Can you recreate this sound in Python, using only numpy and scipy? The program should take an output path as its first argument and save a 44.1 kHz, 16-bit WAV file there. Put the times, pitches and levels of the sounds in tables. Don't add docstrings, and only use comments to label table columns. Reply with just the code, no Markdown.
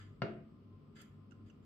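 import sys
import numpy as np
from scipy import signal
from scipy.fft import rfft, irfft
from scipy.io import wavfile

SR = 44100
rng = np.random.default_rng(int(sys.argv[2]) if len(sys.argv) > 2 else 0)


def wav_record(signal):
    frames = np.transpose(np.atleast_2d(signal))
    bounded = np.clip(frames, -1, 1)
    quanta = np.round(bounded * 32767).astype(np.int16)
    wavfile.write(sys.argv[1], SR, quanta)


N = 72765
T, HZ = np.arange(N) / SR, np.fft.rfftfreq(N, 1 / SR)

# freq_hz, correlation
STEREO_LIKENESS = [(60, 0.88), (150, 0.9), (300, 0.76), (600, 0.2), (1200, 0), (2500, 0.01), (12000, 0)]
# freq_hz, t60_s
REVERB_DECAY = [(100, 0.65), (300, 0.6), (650, 0.39), (1200, 0.39), (2500, 0.48), (5000, 0.26),
                (12000, 0.51)]
# freq_hz, gain_db
REVERB_EQ = [(60, -3.5), (150, -1), (350, 1), (650, 0.5), (950, -6.5), (1400, 0.5), (2500, 1.5), (4500, 0),
             (5600, 2), (8000, -3.5)]
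EARLY_DB, EARLY_T60_S, PREDELAY_S = -3.5, 0.055, 0.00071

# freq_hz, gain_db
ROOM_TONE_EQ = [(20, -31.5), (38, -25.5), (64, -14.5), (100, -10.5), (170, -10), (225, -6.5), (323, -17.5),
                (415, -18), (500, -25.5), (570, -26), (850, -36), (1100, -30), (1330, -29.5), (1550, -43),
                (2000, -42.5), (3000, -42), (4000, -49.5), (5000, -48.5), (6200, -61.5), (9500, -66.5),
                (13000, -63.5), (15500, -60.5)]
# pitch_hz, level_db, waver_share
HUM_PARTIALS = [(49, -76, 0.77), (147.5, -65.5, 0.55), (223.7, -68.5, 0.79), (298.7, -77, 1),
                (405, -78, 0.98), (1040.5, -83, 0.54), (1211, -87, 1), (7820, -106, 0.57)]
# time_s, level_db
DRONE_SWELLS = [(0.0, -55.5), (0.114, -54.5), (0.17, -74.5), (0.238, -54), (0.358, -71), (0.766, -56.5),
                (0.798, -75), (0.922, -63), (0.96, -73), (1.024, -60), (1.066, -78), (1.106, -60.5),
                (1.272, -59), (1.322, -69.5), (1.374, -63), (1.47, -54), (1.502, -73.5), (1.65, -62.5)]
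ROOM_TONE_DB, WAVER_HZ, DRONE_HZ, BED_PAN_DB = -60.5, 6.85, 99.54, 1.43

# start_s, rise_s, hold_s, fall_s, level_db, pan_db, tilt_db_per_octave
RUSTLE_STROKES = [(-.03, 0.023, 0.0057, 0.042, -62.5, -1, -4),
                  (0.945, 0.016, 0.049, 0.016, -64, -1.5, -2.5),
                  (1.448, 0.019, 0.024, 0.0061, -77.5, -1, -1), (1.608, 0.026, 0.01, .01, -87.5, -16, -1)]
# freq_hz, gain_db
RUSTLE_EQ = [(500, -15.5), (1000, -14), (1400, -2.5), (2600, -6), (3300, -1), (4300, -12.5), (5600, -19.5),
             (6300, -9.5), (8700, -12.5), (9500, -35), (12500, -19.5), (15500, -23)]
# centre_hz, width_hz, boost_db
RUSTLE_RESONANCES = [(1340, 130, 8.5), (1738, 42, 8.5), (2070, 100, 8.5), (3255, 87, 2), (4800, 150, 19),
                     (7206, 170, 14), (8750, 130, 1), (10600, 250, 12.5)]
RUSTLE_GRAIN_DB, RUSTLE_SEND_DB, TILT_FROM_HZ = 5, -1, 1000

# start_s, level_db, contact_s
KNOCK_CONTACTS = [(0.2192, 1, 0.000056), (0.2223, -11.5, 0.000096)]
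# pitch_hz, level_db, t60_s
BLADE_MODES = [(147, -35.5, 0.17), (185.3, -32, 0.095), (538, -51.5, 0.17), (1300, -44, 0.069),
               (1392, -39, 0.049), (2150, -37, 0.043), (2807, -42.5, 0.093), (3180, -51, 0.017),
               (3550, -49, 0.025), (4430, -37, 0.023), (5400, -54.5, 0.038), (6160, -65, .03),
               (7400, -78, 0.034)]
# freq_hz, gain_db
THUD_EQ = [(30, -33), (70, -17), (115, 5.5), (250, -0.5), (450, -1), (650, 0), (950, -5.5), (1400, -6),
           (2200, -14.5), (3600, -17.5), (4700, -14.5), (5600, -25.5), (6600, -30), (7600, -28),
           (9000, -66.5), (14000, -72.5)]
# delay_s, left_db, right_db
NEAR_ECHOES = [(.0058, -9.5, -15), (.0086, -18, -11)]
# pitch_hz, level_db, t60_s, pan_db
ROOM_MODES = [(124.6, -48, 0.56, 4), (153.4, -45.5, 0.19, -3.5), (215, -41, 0.71, 3.5),
              (308.8, -47.5, 0.35, 0.5), (356.4, -44, 0.54, 3.5), (407, -40, 0.44, -1), (588, -45, .33, 0),
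              (667.3, -46.5, 0.46, 8.5), (696.4, -49, 0.43, 6.5)]
SPREAD_S, SPREAD_HZ = 0.00026, 870
KNOCK_PAN_DB, RIGHT_LAG_S, BOOM_RISE_S = 4, 0.00007, 0.0183
THUD_SEND_DB, RING_SEND_DB = 7, -11.5
KNOCK_LOW_CUT_HZ, KNOCK_TOP_HZ = 88, 8000

# start_s, level_db, pan_db, ring1_db, ring2_db, ring3_db, ring4_db, snap_db, edge_hz
GRIP_TICKS = [(1.0118, -72, -9, -8, -7, -6, 1, 12, 14100),
              (1.0155, -57, -7.5, -20, -22, -6.5, 0.5, -4, 13000),
              (1.3088, -63, -6.5, 3, -2, -10, -2.5, -3, 6700),
              (1.3182, -59.5, -10, 7, -9, -26, -20, -10, 6000),
              (1.4985, -63, -6.5, 6, 2.5, -7.5, -9.5, -11.5, 6900)]
# pitch_hz, t60_s
TICK_RINGS = [(1410, 0.031), (2810, 0.045), (6100, 0.036), (7400, 0.025)]
TICK_RISE_S, TICK_WIDTH_HZ, SNAP_T60_S, TICK_SEND_DB = 0.003, 93, 0.05, -7.5

HIGH_CUT_HZ = 15650


def amp(db):
    return 10 ** (np.asarray(db) / 20)


def unit_rms(x):
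    return x / np.sqrt(np.mean(abs(x) ** 2) + 1e-30)


def curve(points, hz):
    freqs, values = np.transpose(points)
    return np.interp(np.log(hz + 1), np.log(freqs), values)


def pan(db):
    return amp([[db / 2], [-db / 2]])


def decay(t, t60):
    return 1000 ** (-t / t60)


def eq(x, db):
    return irfft(rfft(x) * amp(db), N)


def convolve(x, response):
    return signal.fftconvolve(np.atleast_2d(x), np.atleast_2d(response), axes=1)[:, :N]


def tight_pulse(colour, size=4096):
    log_gain = np.log(amp(curve(colour, abs(np.fft.fftfreq(size, 1 / SR)))))
    return np.fft.ifft(np.exp(np.conj(signal.hilbert(log_gain)))).real[:size // 2]


def diffuse_noise():
    mid, side = rfft(rng.standard_normal((2, N)))
    likeness = curve(STEREO_LIKENESS, HZ)
    mid, side = mid * np.sqrt((1 + likeness) / 2), side * np.sqrt((1 - likeness) / 2)
    return irfft(np.array([mid + side, mid - side]), N)


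def reverb(x):
    hz, t, bands = signal.stft(diffuse_noise(), SR, nperseg=256)
    bands = bands * decay(t, curve(REVERB_DECAY, hz)[:, None])
    tail = signal.istft(bands, SR, nperseg=256)[1][:, :N]
    early = diffuse_noise() * decay(T, EARLY_T60_S)
    response = tail / np.linalg.norm(tail[0]) + amp(EARLY_DB) * early / np.linalg.norm(early[0])
    return convolve(x, convolve(response * (T > PREDELAY_S), tight_pulse(REVERB_EQ)))


def room_tone():
    return amp(ROOM_TONE_DB) * unit_rms(eq(diffuse_noise(), curve(ROOM_TONE_EQ, HZ)))


def appliance_hum():
    smoothing = np.exp(-(np.fft.fftfreq(N, 1 / SR) / WAVER_HZ) ** 2)
    out = np.zeros(N)
    for hz, db, waver in HUM_PARTIALS:
        noise = rng.standard_normal(N) + 1j * rng.standard_normal(N)
        drift = unit_rms(np.fft.ifft(np.fft.fft(noise) * smoothing))
        partial = (1 - waver + waver * drift) * np.exp(2j * np.pi * hz * T)
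        out += amp(db) * unit_rms(partial.real)
    return out


def drone():
    swell = amp(np.interp(T, *np.transpose(DRONE_SWELLS)))
    return swell * unit_rms(np.sin(2 * np.pi * (DRONE_HZ * T + rng.random())))


def hand_rustles():
    out = np.zeros((2, N))
    peaks_db = sum(db * np.exp(-((HZ - hz) / width) ** 2) for hz, width, db in RUSTLE_RESONANCES)
    colour_db = curve(RUSTLE_EQ, HZ) + peaks_db
    octaves = np.log2(np.maximum(HZ, TILT_FROM_HZ))
    for start, rise, hold, fall, db, pan_db, tilt in RUSTLE_STROKES:
        grains = diffuse_noise() * amp(RUSTLE_GRAIN_DB * np.minimum(rng.exponential(1, N), 5))
        friction = unit_rms(eq(grains, colour_db + tilt * octaves))
        attack = np.clip((T - start) / rise, 0, 1) ** 2
        release = np.exp(-np.maximum(T - start - rise - hold, 0) / fall)
        out += amp(db) * pan(pan_db) * attack * release * friction
    return out + amp(RUSTLE_SEND_DB) * reverb(out)


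def contact_force():
    force = np.zeros(N)
    for start, db, contact_s in KNOCK_CONTACTS:
        age = np.maximum(T - start, 0) / contact_s
        force -= amp(db) * age * np.exp(-age) / (contact_s * SR)
    lag_cycles = 2 * SPREAD_S * np.sqrt(SPREAD_HZ * HZ)
    return irfft(rfft(force) * np.exp(-2j * np.pi * lag_cycles), N)


def blade_knock():
    force = contact_force()
    modes = sum(amp(db) * decay(T, t60) * np.sin(2 * np.pi * hz * T) for hz, db, t60 in BLADE_MODES)
    ring = convolve(force, modes)[0]
    thud = convolve(force, tight_pulse(THUD_EQ))[0]
    blade = ring + thud
    direct = np.array([blade, np.interp(T - RIGHT_LAG_S, T, blade)]) * pan(KNOCK_PAN_DB)
    echoes = sum(amp([[left_db], [right_db]]) * np.interp(T - delay, T, blade)
                 for delay, left_db, right_db in NEAR_ECHOES)
    send = amp(THUD_SEND_DB) * thud + amp(RING_SEND_DB) * ring
    knock = direct + echoes + room_boom(force) + reverb(send)
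    knock = signal.sosfilt(signal.butter(10, KNOCK_TOP_HZ, fs=SR, output="sos"), knock)
    return signal.sosfilt(signal.butter(2, KNOCK_LOW_CUT_HZ, "high", fs=SR, output="sos"), knock)


def room_boom(force):
    waves = sum(amp(db) * pan(pan_db) * decay(T, t60) * np.sin(2 * np.pi * hz * T)
                for hz, db, t60, pan_db in ROOM_MODES)
    bloom = 1 - np.exp(-T / BOOM_RISE_S)
    return convolve(force, waves * bloom)


def grip_ticks():
    out = np.zeros((2, N))
    for start, db, pan_db, *rings_db, snap_db, edge_hz in GRIP_TICKS:
        age = np.maximum(T - start, 0)
        scuff = diffuse_noise()
        rings = np.zeros((2, N))
        for ring_db, (hz, t60) in zip(rings_db, TICK_RINGS):
            band_db = -20 * np.log10(1 + ((HZ - hz) / TICK_WIDTH_HZ) ** 2)
            rings += amp(ring_db) * decay(age, t60) * unit_rms(eq(scuff, band_db)) / np.sqrt(2)
        rolloff_db = -10 * np.log10(1 + (HZ / edge_hz) ** 8)
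        snap = amp(snap_db) * decay(age, SNAP_T60_S) * eq(diffuse_noise(), rolloff_db)
        attack = np.minimum(age / TICK_RISE_S, 1)
        out += amp(db) * pan(pan_db) * attack * (rings + snap)
    return out + amp(TICK_SEND_DB) * reverb(out)


def scene():
    foley = blade_knock() + hand_rustles() + grip_ticks()
    bed = room_tone() + appliance_hum() + drone()
    return foley + bed * pan(BED_PAN_DB)


def record(dry):
    high_cut = signal.firwin(511, HIGH_CUT_HZ, window=("kaiser", 9), fs=SR)
    return signal.oaconvolve(dry, high_cut[None], "same")


dry = scene()
out = record(dry)
wav_record(out)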